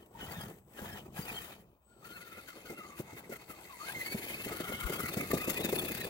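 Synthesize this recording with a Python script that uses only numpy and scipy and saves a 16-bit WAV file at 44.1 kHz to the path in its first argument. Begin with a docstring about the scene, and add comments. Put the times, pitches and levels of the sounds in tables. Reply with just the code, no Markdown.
"""Deep snow at night: a small radio-controlled truck digs in short bursts, then runs on louder, heard at two ports.
Gears: patchy noise hisses and rings a resonant plastic casing, throbbing as the gears bind.
Tones: tooth mesh and axle gears whine, loaded teeth squeak, the motor controller whistles at 8 kHz.
Tyres: lumpy noise kneads and crunches the snow; short noise envelopes thump as it gives way.
Background: quiet air and microphone hiss, plus one puff of air, strongest on the left port."""
import sys
import numpy as np
from scipy import signal
from scipy.fft import rfft, irfft, next_fast_len
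from scipy.io import wavfile
from scipy.ndimage import uniform_filter1d, map_coordinates

SR = 44100
rng = np.random.default_rng(int(sys.argv[2]) if len(sys.argv) > 2 else 0)


def to_wav(sig):
    """Store sig (one row per channel, or 1-D mono) as 16-bit WAV at the path in sys.argv[1].

    Samples outside -1..1 are clipped; the rate is SR.
    """
    pcm = np.clip(np.atleast_2d(sig), -1, 1) * 32767
    pcm = np.round(pcm).astype(np.int16)
    wavfile.write(sys.argv[1], SR, pcm.T)  # frames by channels


N = 268877
TIME = np.arange(N) / SR


def amp(db):
    """dB to gain."""
    return 10 ** (np.asarray(db) / 20)


def unit(x):
    """Scale to rms 1."""
    return x / np.sqrt(np.mean(x ** 2) + 1e-20)


def along(points, hz):
    """Interpolate (frequency [Hz], value) points on a log frequency axis."""
    point_hz, values = np.transpose(points)
    return np.interp(np.log(hz + 1), np.log(point_hz + 1), values)


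def curves(rows):
    """One value per sample for each column after the time."""
    time_s, *columns = np.transpose(rows)
    return [np.interp(TIME, time_s, column) for column in columns]


def wobble(rate_hz, size=N):
    """Smooth random curve with rate_hz random knots a second."""
    steps = np.arange(0, size + 16, 8)
    knots = rng.standard_normal(int(size * rate_hz / SR) + 5)
    return np.interp(np.arange(size), steps, map_coordinates(knots, [steps * rate_hz / SR]))


def filtered(x, response):
    """Multiply the spectrum of x by a complex response of frequency."""
    m = next_fast_len(N + 8192)
    return irfft(rfft(x, m) * response(np.fft.rfftfreq(m, 1 / SR)), m)[..., :N]


def swells(rows):
    """Summed power of bell-shaped bursts: (time [s], peak [dB], width at half power [ms])."""
    power = np.zeros(N)
    for s, db, ms in rows:
        near = slice(max(round((s - .1) * SR), 0), round((s + .1) * SR))
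        power[near] += amp(2 * db) * .5 ** ((2000 * (TIME[near] - s) / ms) ** 2)
    return power


def gritty(grit_db, rate_hz):
    """Two noises sharing a jumpy size, as from many small unequal contacts."""
    return amp(grit_db * wobble(rate_hz)) * rng.standard_normal((2, N))


def coloured(pair, spectrum):
    """Shape noise by a (frequency [Hz], density [dB]) spectrum, then set rms 1."""
    return unit(filtered(pair, lambda hz: amp(along(spectrum, hz))))


def patchy(pair, patch_db):
    """Noise whose colour shifts from moment to moment."""
    z = signal.stft(pair, nperseg=256)[2]
    field = rng.standard_normal(z.shape[1:])
    field = uniform_filter1d(uniform_filter1d(field, 5, 0), 7, 1)
    return signal.istft(z * amp(patch_db * unit(field)), nperseg=256)[1][:, :N]


# drive train between throbs, nominal: (time [s], gear hiss [dB], casing ring [dB])
DRIVE_LEVELS = [(0, -65, -66), (.1, -72.5, -81), (.2, -55, -53.5), (.34, -48, -51.5), (.47, -56.5, -57),
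                (.56, -62, -70), (.64, -77, -93), (.78, -51, -55), (.98, -53.5, -54.5), (1.1, -74, -74.5),
                (1.17, -48.5, -53), (1.4, -50, -52), (1.53, -53.5, -54), (1.62, -75, -72.5),
                (1.8, -84, -82), (1.99, -73, -66), (2.06, -56, -50.5), (2.45, -61, -49), (2.9, -63, -54),
                (3.28, -65, -56.5), (3.78, -55, -55), (3.86, -51, -44), (4.1, -48.5, -46.5),
                (4.95, -50, -46.5), (5.25, -49, -48), (5.6, -48, -51), (6.04, -49.5, -52), (6.1, -58, -55)]
# casing resonances: (centre [Hz], width [Hz], relative level at each heading [dB] x 7)
CASING_MODES = [(846, 575, -0.5, -0.5, -24, -2, -13.5, -13, -13),
                (1231, 496, -7, -5.5, -15.5, -9, -24.5, -2.5, -9.5),
                (1808, 345, -3.5, -5.5, -16, -20, -11.5, -11, -5.5),
                (2099, 406, -10, -20, -11, -1, -8, -2, -1.5), (2486, 350, -9, -1, -13, -8, -8, -11.5, 3.5),
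                (3018, 575, -6, -2.5, -16, -11.5, -10, -3.5, -20),
                (3510, 360, -32, -13, -20, -17.5, -14.5, -28, -1.5),
                (4397, 410, -18, -13.5, -18, -15, -12, -15, -7),
                (4790, 270, -29, -17, -37, -33, -25, -31, -11),
                (6750, 630, -23.5, -24, -30, -20, -21, -25, -21),
                (10800, 3100, -28, -16, -21, -14, -11, -10.5, -7.5)]
# moments at which the turning truck holds each heading: time [s]
HEADING_TIMES_S = [0.499, 1.3, 2.3, 3.2, 4.1, 4.8, 5.6]
# gear hiss spectrum: (frequency [Hz], relative density [dB])
HISS_SPECTRUM = [(500, -8.5), (800, -28), (1200, -4), (2000, -2.5), (3000, -5.5), (4400, -13.5),
                 (5600, -16.5), (7500, -11.5), (9300, -11), (10500, -5.5), (13000, -7), (15800, -3)]


def gears(bindings):
    """Tooth contacts hiss, flare when the gears bind, and ring the casing."""
    hiss_db, ring_db = curves(DRIVE_LEVELS)
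    # 6 dB down: flares are rated at the open left port, which hears the hiss twice as strong
    flare_power = swells(bindings) * .5 ** 2
    base_power = amp(2.095 * (hiss_db + 1.23 * wobble(25)))
    level = np.sqrt(base_power + flare_power)
    noise = patchy(gritty(grit_db=2.5, rate_hz=1100), patch_db=2.0)
    hiss = level * coloured(noise, HISS_SPECTRUM)
    ring = np.zeros((2, N))
    knocks = gritty(grit_db=2.0, rate_hz=280)
    for hz, width, *heading_db in CASING_MODES:
        # squared: steep resonance
        mode = filtered(knocks, lambda f: (1j * f * width / (hz * hz - f * f + 1j * f * width)) ** 2)
        # load shifting between teeth makes each mode come and go
        mode_db = np.interp(TIME, HEADING_TIMES_S, heading_db) + 2.73 * wobble(28)
        ring += amp(mode_db) * unit(mode)
    pulse = level / uniform_filter1d(level, SR // 10)
    return hiss + amp(ring_db) * pulse ** 0.58 * ring


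# single jolts of the gears: (time [s], nominal peak [dB], width at half power [ms])
GEAR_JOLTS = [(.032, -63, 8), (.064, -59.5, 6.5), (.21, -50, 16), (.325, -45.5, 17), (.587, -59, 13),
              (.792, -45, 9.2), (1.063, -56, 9.3), (1.291, -44, 13), (1.608, -60, 29), (2.491, -48.5, 20),
              (2.567, -62, 38), (2.664, -51, 14), (2.704, -49, 45), (2.786, -49.5, 9.5), (2.857, -65, 16),
              (2.995, -43.5, 28), (3.184, -46.5, 26.3), (3.331, -42.5, 20), (3.364, -45.5, 11.6),
              (3.415, -54, 20), (3.509, -44.5, 25), (3.657, -54, 22), (3.771, -52, 2.9), (3.893, -42, 14),
              (3.923, -42, 5.1), (4.346, -39.5, 4.3), (4.883, -42, 12), (4.938, -33.5, 20),
              (5.008, -32.5, 15.6), (5.14, -31.5, 11), (5.185, -35.5, 17), (5.213, -32, 4.3),
              (5.317, -29.5, 5.9), (5.502, -23, 10), (5.653, -30, 13.3), (5.76, -31, 6.6), (5.794, -34, 9)]
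# uneven shaft binds once a turn: (first [s], last [s], turn [ms], nominal peak over DRIVE_LEVELS hiss [dB])
SHAFT_TURNS = [(0.413, .52, 23, 8.5), (0.857, .98, 40.5, 5), (1.188, 1.46, 33, 6.5), (2.06, 2.42, 53.5, 7),
               (4.012, 4.34, 57.4, 9), (4.415, 4.75, 39.2, 9), (4.806, 5.1, 32, 13),
               (5.316, 5.66, 32.7, 14), (5.699, 6.09, 31.3, 15)]
# binding part of a turn; turn-to-turn chance
BIND_SHARE, BIND_SCATTER_DB, BIND_JITTER_MS = 0.35, 0.5, 2.5


def binds():
    """Bindings, once a shaft turn plus single jolts: (time [s], nominal peak [dB], width [ms])."""
    rows = list(GEAR_JOLTS)
    hiss_db = curves(DRIVE_LEVELS)[0]
    for first, last, turn_ms, over_db in SHAFT_TURNS:
        luck = rng.standard_normal((40, 2))
        for s, (late, size) in zip(np.arange(first, last, turn_ms / 1000), luck):
            peak_db = hiss_db[round(s * SR)] + over_db + size * BIND_SCATTER_DB
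            rows.append((s + late * BIND_JITTER_MS / 1000, peak_db, BIND_SHARE * turn_ms))
    return rows


def pulsing(bindings, steady):
    """Gain around 1 that swells with every binding; a steady share stays."""
    binding = np.sqrt(swells(bindings))
    return steady + (1 - steady) * binding / (uniform_filter1d(binding, SR // 10) + 1e-9)


def warble(pitch_hz, wander, rough):
    """Phase and size of a tone shaken by unevenly loaded teeth."""
    n = len(pitch_hz)
    wandering_hz = pitch_hz * (1 + wander * wobble(44.78, size=n))
    phase = 2 * np.pi * np.cumsum(wandering_hz) / SR + rough * wobble(260, size=n)
    return phase, unit(1 + rough * wobble(130.65, size=n))


def stack(tables, overtones, wander, rough):
    """Rough gear tone with overtones, sounding only within its tables."""
    out = np.zeros(N)
    for rows in tables:
        s, pitch_hz, db = np.transpose(rows)
        near = slice(round(s[0] * SR) - 400, round(s[-1] * SR) + 400)
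        t = TIME[near]
        phase, size = warble(np.interp(t, s, pitch_hz), wander, rough)
        fade = np.clip(50 * np.minimum(t - t[0], t[-1] - t), 0, 1)  # 20 ms ramps
        tone = sum(amp(over_db) * np.sin(k * phase) for k, over_db in overtones)
        out[near] += np.sqrt(2) * amp(np.interp(t, s, db)) * size * fade * tone
    return out


# the load bites, the mesh tone jumps up and sags: (time [s], first pitch [Hz], nominal peak [dB], length [s])
LOAD_BITES = [(2.472, 1540, -50.5, 0.077), (2.563, 1560, -59, 0.054), (2.653, 1560, -55.5, 0.18),
              (2.777, 1406, -49.5, 0.28), (3.317, 1496, -46.5, 0.051), (3.502, 1337, -48.5, 0.074),
              (3.7, 1140, -51.5, 0.14)]
# settled over first pitch, settling time, level loss over the length
SAG_RATIO, SAG_S, BITE_FADE_DB = .83, 0.04, 19


def bites():
    """A pitch and level table for each bite: the pitch settles, the level fades."""
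    u = np.linspace(0, 1, 12)
    tables = []
    for s, hz, db, span_s in LOAD_BITES:
        pitch_hz = hz * (SAG_RATIO + (1 - SAG_RATIO) * np.exp(-u * span_s / SAG_S))
        tables.append(np.transpose([s + u * span_s, pitch_hz, db - BITE_FADE_DB * u]))
    return tables


# tooth mesh, one table a stretch: (time [s], pitch [Hz], nominal level [dB])
MESH_STRETCHES = [
    [(.18, 1467, -75), (.21, 1495, -59), (.26, 1470, -56), (.31, 1620, -72), (.4, 1685, -54),
     (.48, 1690, -74)],
    [(.76, 1680, -68), (.8, 1640, -57.5), (.86, 1745, -62), (.94, 1680, -53), (.99, 1323, -71),
     (1.07, 1245, -72)],
    [(1.15, 1650, -57), (1.18, 1660, -52), (1.23, 1737, -73)],
    [(1.87, 1400, -78), (1.93, 1410, -60.5), (2, 1330, -73), (2.03, 1210, -56), (2.065, 1410, -63),
     (2.085, 1310, -50), (2.12, 1400, -58), (2.15, 1500, -53), (2.185, 1290, -58), (2.22, 1440, -61),
     (2.28, 1360, -56), (2.34, 1300, -58), (2.38, 1400, -58), (2.44, 1330, -65)],
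    [(3.79, 1150, -57), (3.81, 1200, -39), (3.835, 1240, -44), (3.86, 1520, -50), (3.9, 1640, -51),
     (3.93, 1900, -57), (3.95, 2080, -35), (4, 2070, -41.5), (4.03, 2020, -44), (4.05, 2120, -54),
     (4.08, 2180, -44.5), (4.2, 2290, -54), (4.4, 2567, -44.5), (4.47, 2610, -59)],
]
# axle gears singing at speed, one table a stretch: (time [s], pitch [Hz], nominal level [dB])
AXLE_STRETCHES = [
    [(4.47, 1430, -61), (4.7, 1410, -50), (4.86, 1396, -50), (5.06, 1413, -47), (5.12, 1383, -64),
     (5.19, 1440, -50)],
    [(5.2, 1223, -54), (5.34, 1210, -49), (5.48, 1200, -50.5), (5.55, 1193, -74)],
]
# harmonics added to the nominal level: (multiple of pitch [1], gain [dB])
HARMONICS = [(1, 2), (2, -18), (3, -30)]


def whine(bindings):
    """Mesh and axle tones pulse as the gears bind; biting loads add sagging mesh tones."""
    mesh = stack(MESH_STRETCHES, HARMONICS, wander=.012, rough=.45)
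    bite = stack(bites(), HARMONICS, wander=.015, rough=.5)
    axle = stack(AXLE_STRETCHES, HARMONICS[:1], wander=.015, rough=.55)
    return pulsing(bindings, steady=.5) * (mesh + axle) + bite


# loudest squeaks of loaded teeth:
# (centre time [s], mid pitch [Hz], glide either side [Hz], nominal peak [dB], nominal length [ms])
LOUD_SQUEAKS = [(0.232, 2980, -23, -46.5, 52), (.165, 926, 30, -52.5, 46), (.294, 1970, 50, -51.5, 20),
                (.365, 1830, 30, -51, 25), (.415, 3290, -100, -50, 40), (.418, 5000, -80, -58, 38),
                (1.172, 3150, 250, -56, 25), (1.235, 4770, 80, -53.5, 26.6), (1.409, 3100, -150, -51, 25),
                (4.739, 3020, -120, -44, 33), (5.08, 2402, 247, -52, 90), (5.41, 1920, 0, -47, 16),
                (5.907, 2540, -60, -43, 38), (6.012, 3920, -60, -48, 18.3), (.321, 4600, -220, -54, 27),
                (.371, 3580, -150, -54, 55), (.929, 5210, 120, -57.5, 21), (1.295, 2590, -290, -43, 35),
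                (1.38, 3080, -160, -40.5, 28), (1.447, 2620, -190, -58, 20), (2.146, 4270, -17, -60.5, 72),
                (2.701, 2136, -38, -49.5, 29), (2.79, 2090, -38, -48, 20), (4.061, 4530, -50, -46, 20),
                (4.116, 4440, -170, -48, 53), (4.411, 2620, -90, -45, 28), (4.451, 2650, -120, -47, 26),
                (4.748, 2115, 45, -43.5, 47), (5.041, 2007, -100, -43.5, 51), (5.135, 3640, 60, -47, 25),
                (5.206, 2275, -28, -42, 70), (5.315, 1800, 0, -39.5, 14), (5.449, 2530, 180, -43, 120),
                (5.506, 2080, 52, -54, 22), (5.639, 3774, -140, -46, 49), (5.65, 2570, -64, -40, 41),
                (5.76, 10050, 12, -40, 26), (5.794, 3480, -92, -35, 22), (5.794, 10200, -90, -39, 16),
                (6.016, 1866, -45, -37.5, 13), (6.045, 1737, 22, -43, 13.4)]
# small squeaks: over the nominal casing mode, typical length and glide, pitch scatter ratio
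SQUEAL_DB, SQUEAL_MS, SQUEAL_GLIDE_HZ, SQUEAL_SPREAD = 2.5, 30, 110.5, .05


def squeaks(bindings):
    """Brief, rough, gliding tones; every binding sets off two small ones near casing resonances."""
    out = np.zeros(N + SR)
    ring_db = curves(DRIVE_LEVELS)[1]
    small = []
    chances, picks = rng.standard_normal((300, 3)), rng.integers(1, 9, 300)
    for (s, _, _), (off, glide, size), pick in zip(bindings * 2, chances, picks):
        mode_hz, _, *heading_db = CASING_MODES[pick]
        mode_db = ring_db[round(s * SR)] + np.interp(s, HEADING_TIMES_S, heading_db)
        pitch_hz = mode_hz * (1 + SQUEAL_SPREAD * off)
        length_ms = SQUEAL_MS * np.exp(0.41 * off)
        small.append((s, pitch_hz, SQUEAL_GLIDE_HZ * glide, mode_db + SQUEAL_DB + 3 * size, length_ms))
    for s, hz, glide_hz, db, ms in [*LOUD_SQUEAKS, *small]:
        u = np.linspace(-1, 1, round(1.3 * ms * SR / 1000))
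        phase, size = warble(hz + glide_hz * u, wander=.01, rough=.35)
        start = max(round(s * SR) - len(u) // 2, 0)
        out[start:][:len(u)] += np.sqrt(2) * amp(db) * np.cos(np.pi / 2 * u) * size * np.sin(phase)
    return out[:N]


# controller switching: (time [s], nominal whistle [dB], sideband spacing [Hz], sideband over whistle [dB])
SWITCHING = [(0, -80, 150, -15), (.4, -74, 250, -20), (1.3, -82, 250, -4), (1.5, -100, 100, -4),
             (1.8, -100, 80, -12), (1.86, -72.5, 140, -11), (2.05, -77, 160, -7), (2.5, -80, 300, -2),
             (3.3, -71, 320, -9), (3.7, -77, 250, 5), (3.85, -77, 270, 5), (4.05, -74, 480, -6),
             (4.3, -78, 550, -25)]
SWITCH_HZ = 8000
SMEAR_HZ = 300  # sideband spacing giving 1 rad of phase shake and 3.2 dB of level shake


def whistle():
    """Controller switching tone with sidebands; wider spacing shakes its phase and level more."""
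    whistle_db, spacing_hz, side_db = curves(SWITCHING)
    beat = np.cos(2 * np.pi * np.cumsum(spacing_hz * (1 + 0.036 * wobble(30))) / SR)
    smear = spacing_hz / SMEAR_HZ
    level = amp(whistle_db - smear * (0.5 + 3.2 * wobble(14)))
    carrier = np.sin(2 * np.pi * SWITCH_HZ * TIME + smear * wobble(90))
    running = TIME < SWITCHING[-1][0]
    return level * (1 + 2 * amp(side_db) * beat) * carrier * running


# tyres in the snow, nominal: (time [s], deep kneading [dB], crunch [dB])
TYRE_LEVELS = [(0, -59, -61), (.08, -72, -63), (.22, -50, -56.5), (.5, -50.5, -52.5), (.6, -63.5, -68),
               (.76, -63, -56), (.87, -50.5, -54), (1.05, -53.5, -59), (1.36, -55.5, -54.5),
               (1.66, -62.5, -62.5), (1.8, -82, -79), (2.05, -62.5, -59.5), (2.5, -68.5, -61),
               (2.9, -63, -56.5), (3.5, -63.5, -60.5), (3.75, -70, -63), (4, -57.5, -54), (4.5, -55, -51.5),
               (5, -52, -47.5), (5.7, -49, -43.5), (6.1, -49.5, -49.5)]
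# kneading and deep-thump spectrum: (frequency [Hz], relative density [dB])
DEEP_SPECTRUM = [(25, -43), (42, -4), (60, 0.5), (90, 3), (150, 5), (230, 4.5), (350, -66)]
# crunch spectrum: (frequency [Hz], relative density [dB])
CRUNCH_SPECTRUM = [(120, -15.5), (220, -9), (340, 0), (500, -3.5), (750, -10), (1100, -13), (1800, -40.5)]


def snow(bindings):
    """Treads knead the snow in lumps, crunch it and break through; small clods fall at random."""
    deep_db, crunch_db = curves(TYRE_LEVELS)
    deep = amp(deep_db) * coloured(gritty(grit_db=1.0, rate_hz=77), DEEP_SPECTRUM)
    crunch_level = pulsing(bindings, steady=0.83) * amp(crunch_db + 1.8 * wobble(12))
    crunch = crunch_level * coloured(gritty(grit_db=3, rate_hz=150), CRUNCH_SPECTRUM)
    return deep + crunch + thumps(crunch_db)


# packed snow gives way under a wheel: (time [s], strength before envelope [dB], depth [0-1])
SNOW_COLLAPSES = [(0.221, -33.5, 0.52), (.379, -32, 0.88), (0.816, -30, 0.73), (1.189, -32, .55),
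                  (1.307, -33.5, .7), (2.371, -38, 0.1), (2.557, -39.5, 0), (2.644, -41, 0.2),
                  (2.697, -28.5, 0.14), (2.719, -34, 0.04), (2.854, -50, 0), (2.992, -28.5, 0.32),
                  (3.125, -37, 0.3), (3.293, -32, 0), (3.319, -32.5, .05), (3.494, -38, .05),
                  (3.961, -33.5, 0.5), (4.144, -24.5, 0.58), (4.404, -38, .05), (4.46, -27, 0.27),
                  (4.503, -29, 0.13), (4.599, -27.5, 0), (4.688, -30.5, 0.35), (4.732, -32, 0.7),
                  (4.894, -25.5, 0.07), (4.989, -27, .25), (5.034, -27, 0.61), (5.167, -20, 0.16),
                  (5.197, -30, .1), (5.222, -29.5, 0.22), (5.301, -24, 0.16), (5.331, -14.5, 0.16),
                  (5.36, -28, 0.5), (5.473, -19.5, 0.03), (5.502, -33.5, 0.25), (5.6, -24, 0.05),
                  (5.64, -22, 0.28), (5.725, -21, .05), (5.835, -26, .1), (5.898, -27.5, .05),
                  (5.989, -33.5, 0.3)]
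# shallow-thump spectrum: (frequency [Hz], relative density [dB])
THUD_SPECTRUM = [(30, -20), (60, -23), (160, -7), (330, 2.5), (520, -3), (800, -14.5), (1500, -33)]
THUMP_RISE_MS = 5.96
SETTLE_SHARE, SETTLE_MS = 0.058, 39  # loose snow slides after the collapse
CLODS_PER_S = 9
CLOD_DB, CLOD_SCATTER_DB, CLOD_DEPTH = 9, 3, 0.16  # strength over crunch, scatter, depth 0-1


def thumps(crunch_db):
    """Snow collapses quickly, then settles; a deep collapse sounds lower."""
    count = round(CLODS_PER_S * N / SR)
    when, size = rng.random(count), rng.standard_normal(count)
    clods = [(w * N / SR, crunch_db[int(w * N)] + CLOD_DB + CLOD_SCATTER_DB * z, CLOD_DEPTH)
             for w, z in zip(when, size)]
    shallow, sunk = np.zeros((2, N + SR // 10))
    u = TIME[:SR // 10] * 1000 / THUMP_RISE_MS
    collapse = u * np.exp(-u)
    settling = SETTLE_SHARE * (1 - np.exp(-u)) * np.exp(-u * THUMP_RISE_MS / SETTLE_MS)
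    for s, db, depth in [*SNOW_COLLAPSES, *clods]:
        fall = amp(db) * (collapse + settling) / np.sqrt(2)
        mix = np.pi / 2 * np.clip(depth, 0, 1)
        shallow[round(s * SR):][:len(u)] += fall * np.cos(mix)
        sunk[round(s * SR):][:len(u)] += fall * np.sin(mix)
    pair = gritty(grit_db=1.2, rate_hz=110)
    return shallow[:N] * coloured(pair, THUD_SPECTRUM) + sunk[:N] * coloured(pair, DEEP_SPECTRUM)


# the housing shades the right port: (frequency [Hz], left minus right [dB])
PORT_SHADE = [(40, -3), (90, 0.5), (300, 0), (770, 2.5), (1150, 3), (1450, 7), (1800, -1), (2150, -4),
              (2600, -1), (3100, 1), (3600, 3.5), (4400, 6), (6400, 20), (9800, 9.5), (15000, 12)]
# likeness of the ports: (frequency [Hz], correlation [0-1])
PORT_LIKENESS = [(40, 0.18), (70, 0.93), (110, 1), (300, 1), (700, 0.87), (1500, 0.28), (3000, 0.59),
                 (6000, 0.13), (12000, 0.091)]
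# sound reaches the left port first: (frequency [Hz], phase lead [rad])
PORT_LEAD = [(0, 0), (1120, 1.52), (1980, 1.17), (2500, 3.5), (3450, 4), (3790, 4.5), (4570, 8),
             (8270, 7.5), (8870, 12.5), (11300, 22), (12100, 25.5), (14300, 23), (15200, 23), (16500, 44)]


def ports(pair):
    """A shared and a differing part reach both ports, with phase lead and shading between them."""
    def split(hz):
        angle = np.arccos(np.clip(along(PORT_LIKENESS, hz), 0, 1)) / 2
        return np.array([np.cos(angle), np.sin(angle)])

    side = np.array([[.5], [-.5]])  # half the difference to each port

    def shade_and_lead(hz):
        lead_rad = np.interp(hz, *np.transpose(PORT_LEAD))
        return amp(side * along(PORT_SHADE, hz)) * np.exp(1j * side * lead_rad)

    shared, other = filtered(pair, split)
    return filtered(np.array([shared + other, shared - other]), shade_and_lead)


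# still air and microphone hiss: (frequency [Hz], relative density [dB])
NIGHT_SPECTRUM = [(15, -18), (25, -38), (59, 30.5), (291, -9), (371, -17), (604, 13.5), (710, 9.5),
                  (1010, 11), (1510, -5), (6660, -95), (15800, 2.5)]
NIGHT_DB = -70  # before port shading
# one puff of air: (time [s], peak before port gains [dB], width at half power [ms])
AIR_PUFF = (4.857, -31.5, 15.3)


def air():
    """Quiet-night noise, and a 52 Hz puff of air 13 dB stronger on the left port."""
    night = amp(NIGHT_DB) * ports(coloured(rng.standard_normal((2, N)), NIGHT_SPECTRUM))
    puff = np.sqrt(swells([AIR_PUFF])) * np.sin(2 * np.pi * 52 * TIME)
    return night + puff * amp([[5], [-8]])


def scene():
    """Truck and night at the two ports."""
    bindings = binds()
    tones = whine(bindings) + squeaks(bindings) + whistle()
    truck = gears(bindings) + snow(bindings) + tones * [[1], [.1]]  # shared, differing part
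    return ports(truck) + air()


def record(dry):
    """Keep nothing above the 15.9 kHz band limit."""
    return filtered(dry, lambda hz: hz < 15900)


dry = scene()
out = record(dry)
to_wav(out)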